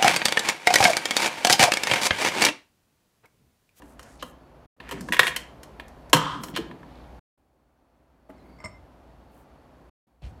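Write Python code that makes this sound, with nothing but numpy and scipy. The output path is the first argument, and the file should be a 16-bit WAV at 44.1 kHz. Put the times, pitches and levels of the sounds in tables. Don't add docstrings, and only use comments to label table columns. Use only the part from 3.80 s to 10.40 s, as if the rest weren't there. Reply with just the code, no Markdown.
import sys
import numpy as np
from scipy import signal
from scipy.fft import rfft, irfft
from scipy.io import wavfile
from scipy.ndimage import uniform_filter1d

SR = 44100
rng = np.random.default_rng(int(sys.argv[2]) if len(sys.argv) > 2 else 0)


def wav_record(signal):
    frames = np.transpose(np.atleast_2d(signal))
    bounded = np.clip(frames, -1, 1)
    quanta = np.round(bounded * 32767).astype(np.int16)
    wavfile.write(sys.argv[1], SR, quanta)


N = 291060
TIME = np.arange(N) / SR
ON_LID, ON_HOLDER = .12, .72
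# start_s, end_s, ventilation_db
STRETCHES = [(-.1, 0.863, -52), (0.965, 3.396, -48), (3.575, 6.098, -53.5), (6.269, 6.7, -52.5)]


def from_db(db):
    return 10 ** (np.asarray(db) / 20)


def rms(x):
    return np.sqrt(np.mean(x ** 2) + 1e-20)


def at_hz(points, hz):
    freqs, values = np.transpose(points)
    return np.interp(np.log(hz + 1e-9), np.log(freqs), values)


def fade(t, t60):
    return np.exp(-np.log(1000) * t / t60)


def band(x, low_hz, high_hz, order=2):
    return signal.sosfilt(signal.butter(order, [low_hz, high_hz], "band", fs=SR, output="sos"), x)


def during(start_s, end_s):
    return (TIME > start_s) & (TIME < end_s)


def add(track, start_s, sound):
    at = max(round(start_s * SR), 0)
    track[at:at + len(sound)] += sound[:max(N - at, 0)]


def coloured(spectrum):
    hz = np.linspace(0, SR / 2, N // 2 + 1)
    noise = irfft(rfft(rng.standard_normal(N)) * from_db(at_hz(spectrum, hz)), N)
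    return noise / rms(noise)


def stroke(friction, length_s):
    pressure = np.hanning(round(length_s * SR)) ** .5
    return pressure * friction[-len(pressure):] / rms(friction)


def struck(modes, t, spread_db, tilt_db=0):
    hz, db, t60 = np.transpose(modes)[:, :, None]
    strength = from_db(db + spread_db * rng.standard_normal(hz.shape) + tilt_db * np.log2(hz / hz.mean()))
    sign = rng.choice([-1, 1], hz.shape)
    return np.sum(strength * sign * np.sin(2 * np.pi * hz * t) * fade(t, t60), axis=0)


def ventilation(hum_hz=59, hum_db=-5, hum_waver=.25, whine_hz=4452, whine_db=-33, air_top_hz=11000):
    # frequency_hz, density_db
    air_colour = [(18, -41), (30, -13), (42, -7.5), (59, 1), (100, -12), (149, -5.5), (184, -13), (252, -7),
                  (461, -15), (499, -11.5), (721, -12), (2010, -28.5), (8300, -46), (12300, -42.5),
                  (16000, -52)]
    waver = band(rng.standard_normal(N), hum_hz - 5, hum_hz + 5)
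    hum = np.sin(2 * np.pi * hum_hz * TIME) + hum_waver * waver / rms(waver)
    whine = band(rng.standard_normal(N), whine_hz - 25, whine_hz + 25)
    air = signal.sosfilt(signal.butter(1, air_top_hz, fs=SR, output="sos"), coloured(air_colour))
    level = sum(from_db(db) * during(start_s, end_s) for start_s, end_s, db in STRETCHES)
    return level * (air + from_db(hum_db) * hum + from_db(whine_db) * whine / rms(whine))


def kitchen_reverb(x, build_s=.008):
    # frequency_hz, t60_s
    decay = [(100, 1.5), (500, 0.41), (2000, 0.3951), (6000, 0.3), (12000, 0.2)]
    # frequency_hz, level_db
    colour = [(100, -7), (500, -8), (2000, -11), (6000, -10.5), (15000, -16.5)]
    t, response = TIME[:SR], 0
    build_up = 1 - np.exp(-t / build_s)
    for hz in 88 * 2. ** np.arange(8):
        octave = band(rng.standard_normal(SR), hz / np.sqrt(2), hz * np.sqrt(2))
        tail = octave * fade(t, at_hz(decay, hz)) * build_up
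        share = np.sqrt(np.sqrt(2) * hz / SR)
        response += from_db(at_hz(colour, hz)) * share * tail / np.sqrt(np.sum(tail ** 2))
    return signal.fftconvolve(x, response)[:N]


def rubs(grain_db=4, width_ratio=1.5):
    # start_s, length_s, level_db, centre_hz
    slides = [(0.018, 0.15, -66, 8460), (0.17, 0.25, -62.5, 6600), (0.41, .12, -62, 9000),
              (0.191, .16, -58, 1400), (0.389, 0.042, -52, 3300), (0.999, 0.24, -47.5, 1640),
              (1.07, 0.38, -60, 5850), (1.11, 0.23, -40, 224), (1.321, .03, -33, 2250),
              (1.41, 0.11, -42.5, 7043), (2.45, 0.6, -42, 218), (2.598, 0.13, -54.5, 11000),
              (2.737, 0.059, -38.5, 2580), (3.023, 0.29, -65, 2690), (4.486, 0.029, -51, 990),
              (4.485, .035, -70, 9500), (4.499, .4, -57, 220), (4.56, 0.22, -81, 10500),
              (4.79, 0.11, -55.5, 1106), (5.5, .16, -70, 10490), (6.407, .09, -58, 2770),
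              (6.41, 0.12, -71, 6910), (6.422, .2, -49.5, 100)]
    out = np.zeros(N)
    for start_s, length_s, db, hz in slides:
        slips, noise = rng.standard_normal((2, SR))
        slips = band(slips, 16, 360)
        grain = from_db(grain_db * slips / rms(slips))
        friction = band(noise * grain, hz / width_ratio, hz * width_ratio)
        add(out, start_s, from_db(db) * stroke(friction, length_s))
    return out


def thumps(rise_s=.003, mode_ratio=1.35):
    # start_s, level_db, pitch_hz
    bumps = [(.027, -45.5, 289), (.435, -43, 239), (1.128, -34.5, 391), (1.14, -37, 173), (1.215, -36, 189),
             (1.301, -29.5, 232), (1.397, -38, 150), (2.347, -23, 159), (2.55, -37, 294),
             (2.783, -25, 332.3), (2.915, -37, 180), (4.49, -41, 633.5), (4.497, -43, 272.7),
             (4.845, -41, 82.5), (4.843, -42, 202), (6.425, -47.5, 140.2), (6.437, -32.5, 63)]
    out, t = np.zeros(N), TIME[:SR // 3]
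    push = 1 - np.exp(-t / rise_s)
    for start_s, db, hz in bumps:
        t60 = .14 * (250 / hz) ** .35
        cluster = [(hz / mode_ratio, -3.5, t60), (hz, 3.5, t60),
                   (hz * mode_ratio, -3.5, t60 * 1.1), (hz * mode_ratio ** 2, -9.5, t60 / 2)]
        add(out, start_s, from_db(db) * struck(cluster, t, spread_db=1.7) * push)
    return out


def mug_squeaks(half_width_hz=110):
    # start_s, length_s, level_db, pitch_hz
    drags = [(4.57, 0.075, -73.5, 4120), (4.64, 0.31, -74, 4620), (4.52, .3, -71.5, 2170)]
    out = np.zeros(N)
    for start_s, length_s, db, hz in drags:
        tone = band(rng.standard_normal(SR), hz - half_width_hz, hz + half_width_hz)
        add(out, start_s, from_db(db) * stroke(tone, length_s))
    return out


def mug_clinks(trim_db=-7, tick_db=2, tick_t60=.035):
    # start_s, level_db, brightness_db_per_octave
    clinks = [(4.58, -62, 2), (4.787, -56, -3), (4.8027, -46.5, -2.5), (4.8414, -36, -2), (4.847, -31, 2.5),
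              (4.858, -35, -1.5), (4.874, -48, -4.5)]
    # pitch_hz, level_db, t60_s
    mug_modes = [(629.6, -3.5, 0.12), (1000, -1, 0.048), (1186, -1.5, 0.046), (2087, 4.5, 0.078),
                 (2180, 1.5, 0.054), (2610, -21, 0.058), (4440, -22, 0.072), (5360, -2.5, 0.059),
                 (6918, -10, 0.035), (7574, -12.5, 0.12), (7900, -21, 0.051), (8420, -10.5, 0.09),
                 (10300, -21, 0.043), (12200, -31, .04)]
    out, t = np.zeros(N), TIME[:SR // 5]
    for start_s, db, tilt_db in clinks:
        tick = band(rng.standard_normal(len(t)), 400, 1600, order=1) * fade(t, tick_t60)
        ring = struck(mug_modes, t, spread_db=.5, tilt_db=tilt_db)
        add(out, start_s, from_db(db + trim_db) * (ring + from_db(tick_db) * tick))
    return out


def gas_puff(start_s=2.335, level_db=-26.5, attack_s=.015, hold_s=.19, sputter_db=1):
    # centre_hz, width_hz, level_db
    chamber = [(1020, 97, 1), (1240, 110, 1), (1440, 300, -7.5), (3161, 180, -9.5), (3370, 350, -13.5),
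               (4600, 3400, -27), (7900, 2000, -31.5)]
    sag_db_per_s, release_db_per_s = 35.5, 117
    jet, puff = rng.standard_normal(N), np.zeros(N)
    for k, (hz, width_hz, db) in enumerate(chamber):
        resonance = signal.lfilter(*signal.iirpeak(hz, hz / width_hz, fs=SR), jet)
        puff += (-1) ** k * from_db(db) * resonance
    sputter = band(rng.standard_normal(N), 15, 120)
    t = TIME - start_s
    onset = np.clip(t / attack_s, 0, 1)
    flow_db = level_db - sag_db_per_s * np.clip(t, 0, hold_s)
    flow_db -= release_db_per_s * np.maximum(t - hold_s, 0)
    return puff / rms(puff) * onset * from_db(flow_db + sputter_db * sputter / rms(sputter))


def with_bounces(contacts, gap_s=.0102, loss_db=3.5, knock_gain_db=2.5):
    return [(start_s + k * gap_s, db - k * loss_db, knock_db + k * knock_gain_db, treble_db, share)
            for start_s, db, knock_db, treble_db, count, share in contacts for k in range(count)]


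def plastic_snaps(crack_db=5, crack_t60=.035, rattle_db=-12, rattle_t60=.15, dull_hz=2500, give_s=.00092):
    # start_s, level_db, knock_db, treble_db, touch_count, holder_share
    contacts = [(.019, -53.5, 2.5, -9.5, 1, ON_LID), (.193, -47, 1.5, -3.5, 1, ON_HOLDER),
                (.228, -55, -0.5, 2.5, 1, ON_HOLDER), (0.4242, -36, 2.5, -7, 1, ON_HOLDER),
                (1.001, -42, -3, -20.5, 1, ON_LID), (1.0895, -41.5, -1.5, -7.5, 1, ON_LID),
                (1.1103, -35.5, 0.5, -5, 2, ON_HOLDER), (1.2073, -47.5, -1, 3.5, 1, ON_LID),
                (1.2856, -38, 3, -11, 1, ON_LID), (1.3222, -20.5, -9, -11, 3, ON_LID),
                (1.3664, -27.5, -9.5, -14.5, 1, ON_LID), (1.392, -9, -5.5, -12.5, 1, ON_LID),
                (1.431, -21, -8, -15, 1, ON_LID), (1.4675, -21.5, -8, -10.5, 2, ON_LID),
                (1.5617, -25, -11, -4.5, 1, ON_HOLDER), (1.8312, -47.5, -4, 0, 1, ON_HOLDER),
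                (1.997, -38, -5, -17, 1, ON_LID), (2.0803, -58.5, 1, 1, 1, ON_LID),
                (2.2963, -55.5, 2, 2.5, 1, ON_LID), (2.33, -11, 0, -5, 1, ON_HOLDER),
                (2.3355, -21, 2, -4.5, 2, ON_HOLDER), (2.366, -27, 2.5, -6, 1, ON_HOLDER),
                (2.635, -38.5, 1, 1.5, 1, ON_HOLDER), (2.683, -46, 1, -5, 1, ON_HOLDER),
                (2.7614, -27.5, -4, -8, 2, ON_HOLDER), (2.911, -47, 2, -21, 1, ON_LID),
                (3.029, -57, 8, -17, 1, ON_LID)]
    # pitch_hz, level_db, t60_s
    lid_modes = [(366.8, -4.5, 0.046), (489.5, 0, .04), (972, -0.5, 0.081), (1073, -1, .03),
                 (1320, -3.5, 0.014), (1667, 1, 0.022), (1799, 1, .03), (1871, 1, 0.021), (2180, -3, .035),
                 (2473, -2.5, 0.023), (2760, -4.5, 0.034), (3337, -6, 0.035), (4366, -7.5, 0.012),
                 (7300, -11, .03)]
    # pitch_hz, level_db, t60_s
    holder_modes = [(278.2, -7, .08), (513, -1, 0.05), (960, -1.5, .04), (1053, 1.5, 0.042),
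                    (1245, -3.5, 0.03), (1651, 0, 0.021), (2020, -6.5, 0.029), (2840, -2, 0.04),
                    (3030, -8.5, 0.11), (3152, -1, .05), (4180, -6.5, 0.067), (5500, -5.5, .05),
                    (6830, -10.5, .04), (8760, -11, .04)]
    registers_hz = [(220, 700), (700, 1500), (1500, 4000), (4000, 13500)]
    out, t, blows = np.zeros(N), TIME[:SR // 7], []
    starts, db, knock_db, treble_db, holder_shares = np.transpose(with_bounces(contacts))
    noise_envelope = from_db(crack_db) * fade(t, crack_t60) + from_db(rattle_db) * fade(t, rattle_t60)
    for share in holder_shares:
        detune = 1 + .02 * rng.standard_normal()
        lid = struck(lid_modes, t * detune, spread_db=4)
        holder = struck(holder_modes, t, spread_db=.5)
        blows.append((1 - share) * lid + share * holder + noise_envelope * rng.standard_normal(len(t)))
    pressing = 1 - np.exp(-t / give_s)
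    registers = [band(np.array(blows) * pressing, low, high, order=3) for low, high in registers_hz]
    registers[-1] = signal.lfilter([1], [1, -np.exp(-2 * np.pi * dull_hz / SR)], registers[-1])
    body_db = np.minimum(-7 + 1.5 * knock_db, -1.5)
    levels = from_db([db + body_db, db + knock_db, db, db + treble_db])
    attack = round(.012 * SR)
    for register, gains in zip(registers, levels):
        for start_s, blow, gain in zip(starts, register, gains):
            add(out, start_s, gain * blow / rms(blow[:attack]))
    return out


def noise_gate(x, closed_db=-15.5, creep_db_per_s=9, threshold_db=-71, window_s=.006, wait_s=.015):
    window = round(window_s * SR)
    treble_power = uniform_filter1d(band(x.mean(axis=0), 4500, 14000) ** 2, window)
    sharp = treble_power > from_db(threshold_db) ** 2
    gain_db = np.zeros(N)
    for start_s, end_s, _ in STRETCHES[1:]:
        opened = np.maximum.accumulate(sharp & during(start_s + wait_s, end_s))
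        waiting = during(start_s, end_s) & ~opened
        gain_db += waiting * np.minimum(closed_db + creep_db_per_s * (TIME - start_s), 0)
    return x * from_db(uniform_filter1d(gain_db, window))


def scene():
    near = plastic_snaps() + thumps() + gas_puff() + mug_clinks() + mug_squeaks() + rubs()
    mono = near + kitchen_reverb(near) + ventilation()
    return np.array([mono, mono])


def record(dry, hiss_db=-85, dropout_db=-36, low_cut_hz=28, high_cut_hz=16000):
    in_gap = 1. - sum(during(start_s, end_s) for start_s, end_s, _ in STRETCHES)
    dropouts = from_db(dropout_db * uniform_filter1d(in_gap, SR // 150))
    gated = noise_gate(dry) + from_db(hiss_db) * rng.standard_normal(N)
    low_cut = signal.butter(2, low_cut_hz, "high", fs=SR, output="sos")
    high_cut = signal.ellip(10, .1, 100, high_cut_hz, fs=SR, output="sos")
    clipped = np.clip(signal.sosfilt(low_cut, gated) * dropouts, -1, 1)
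    return signal.sosfilt(high_cut, clipped)


dry = scene()
out = record(dry)
wav_record(out)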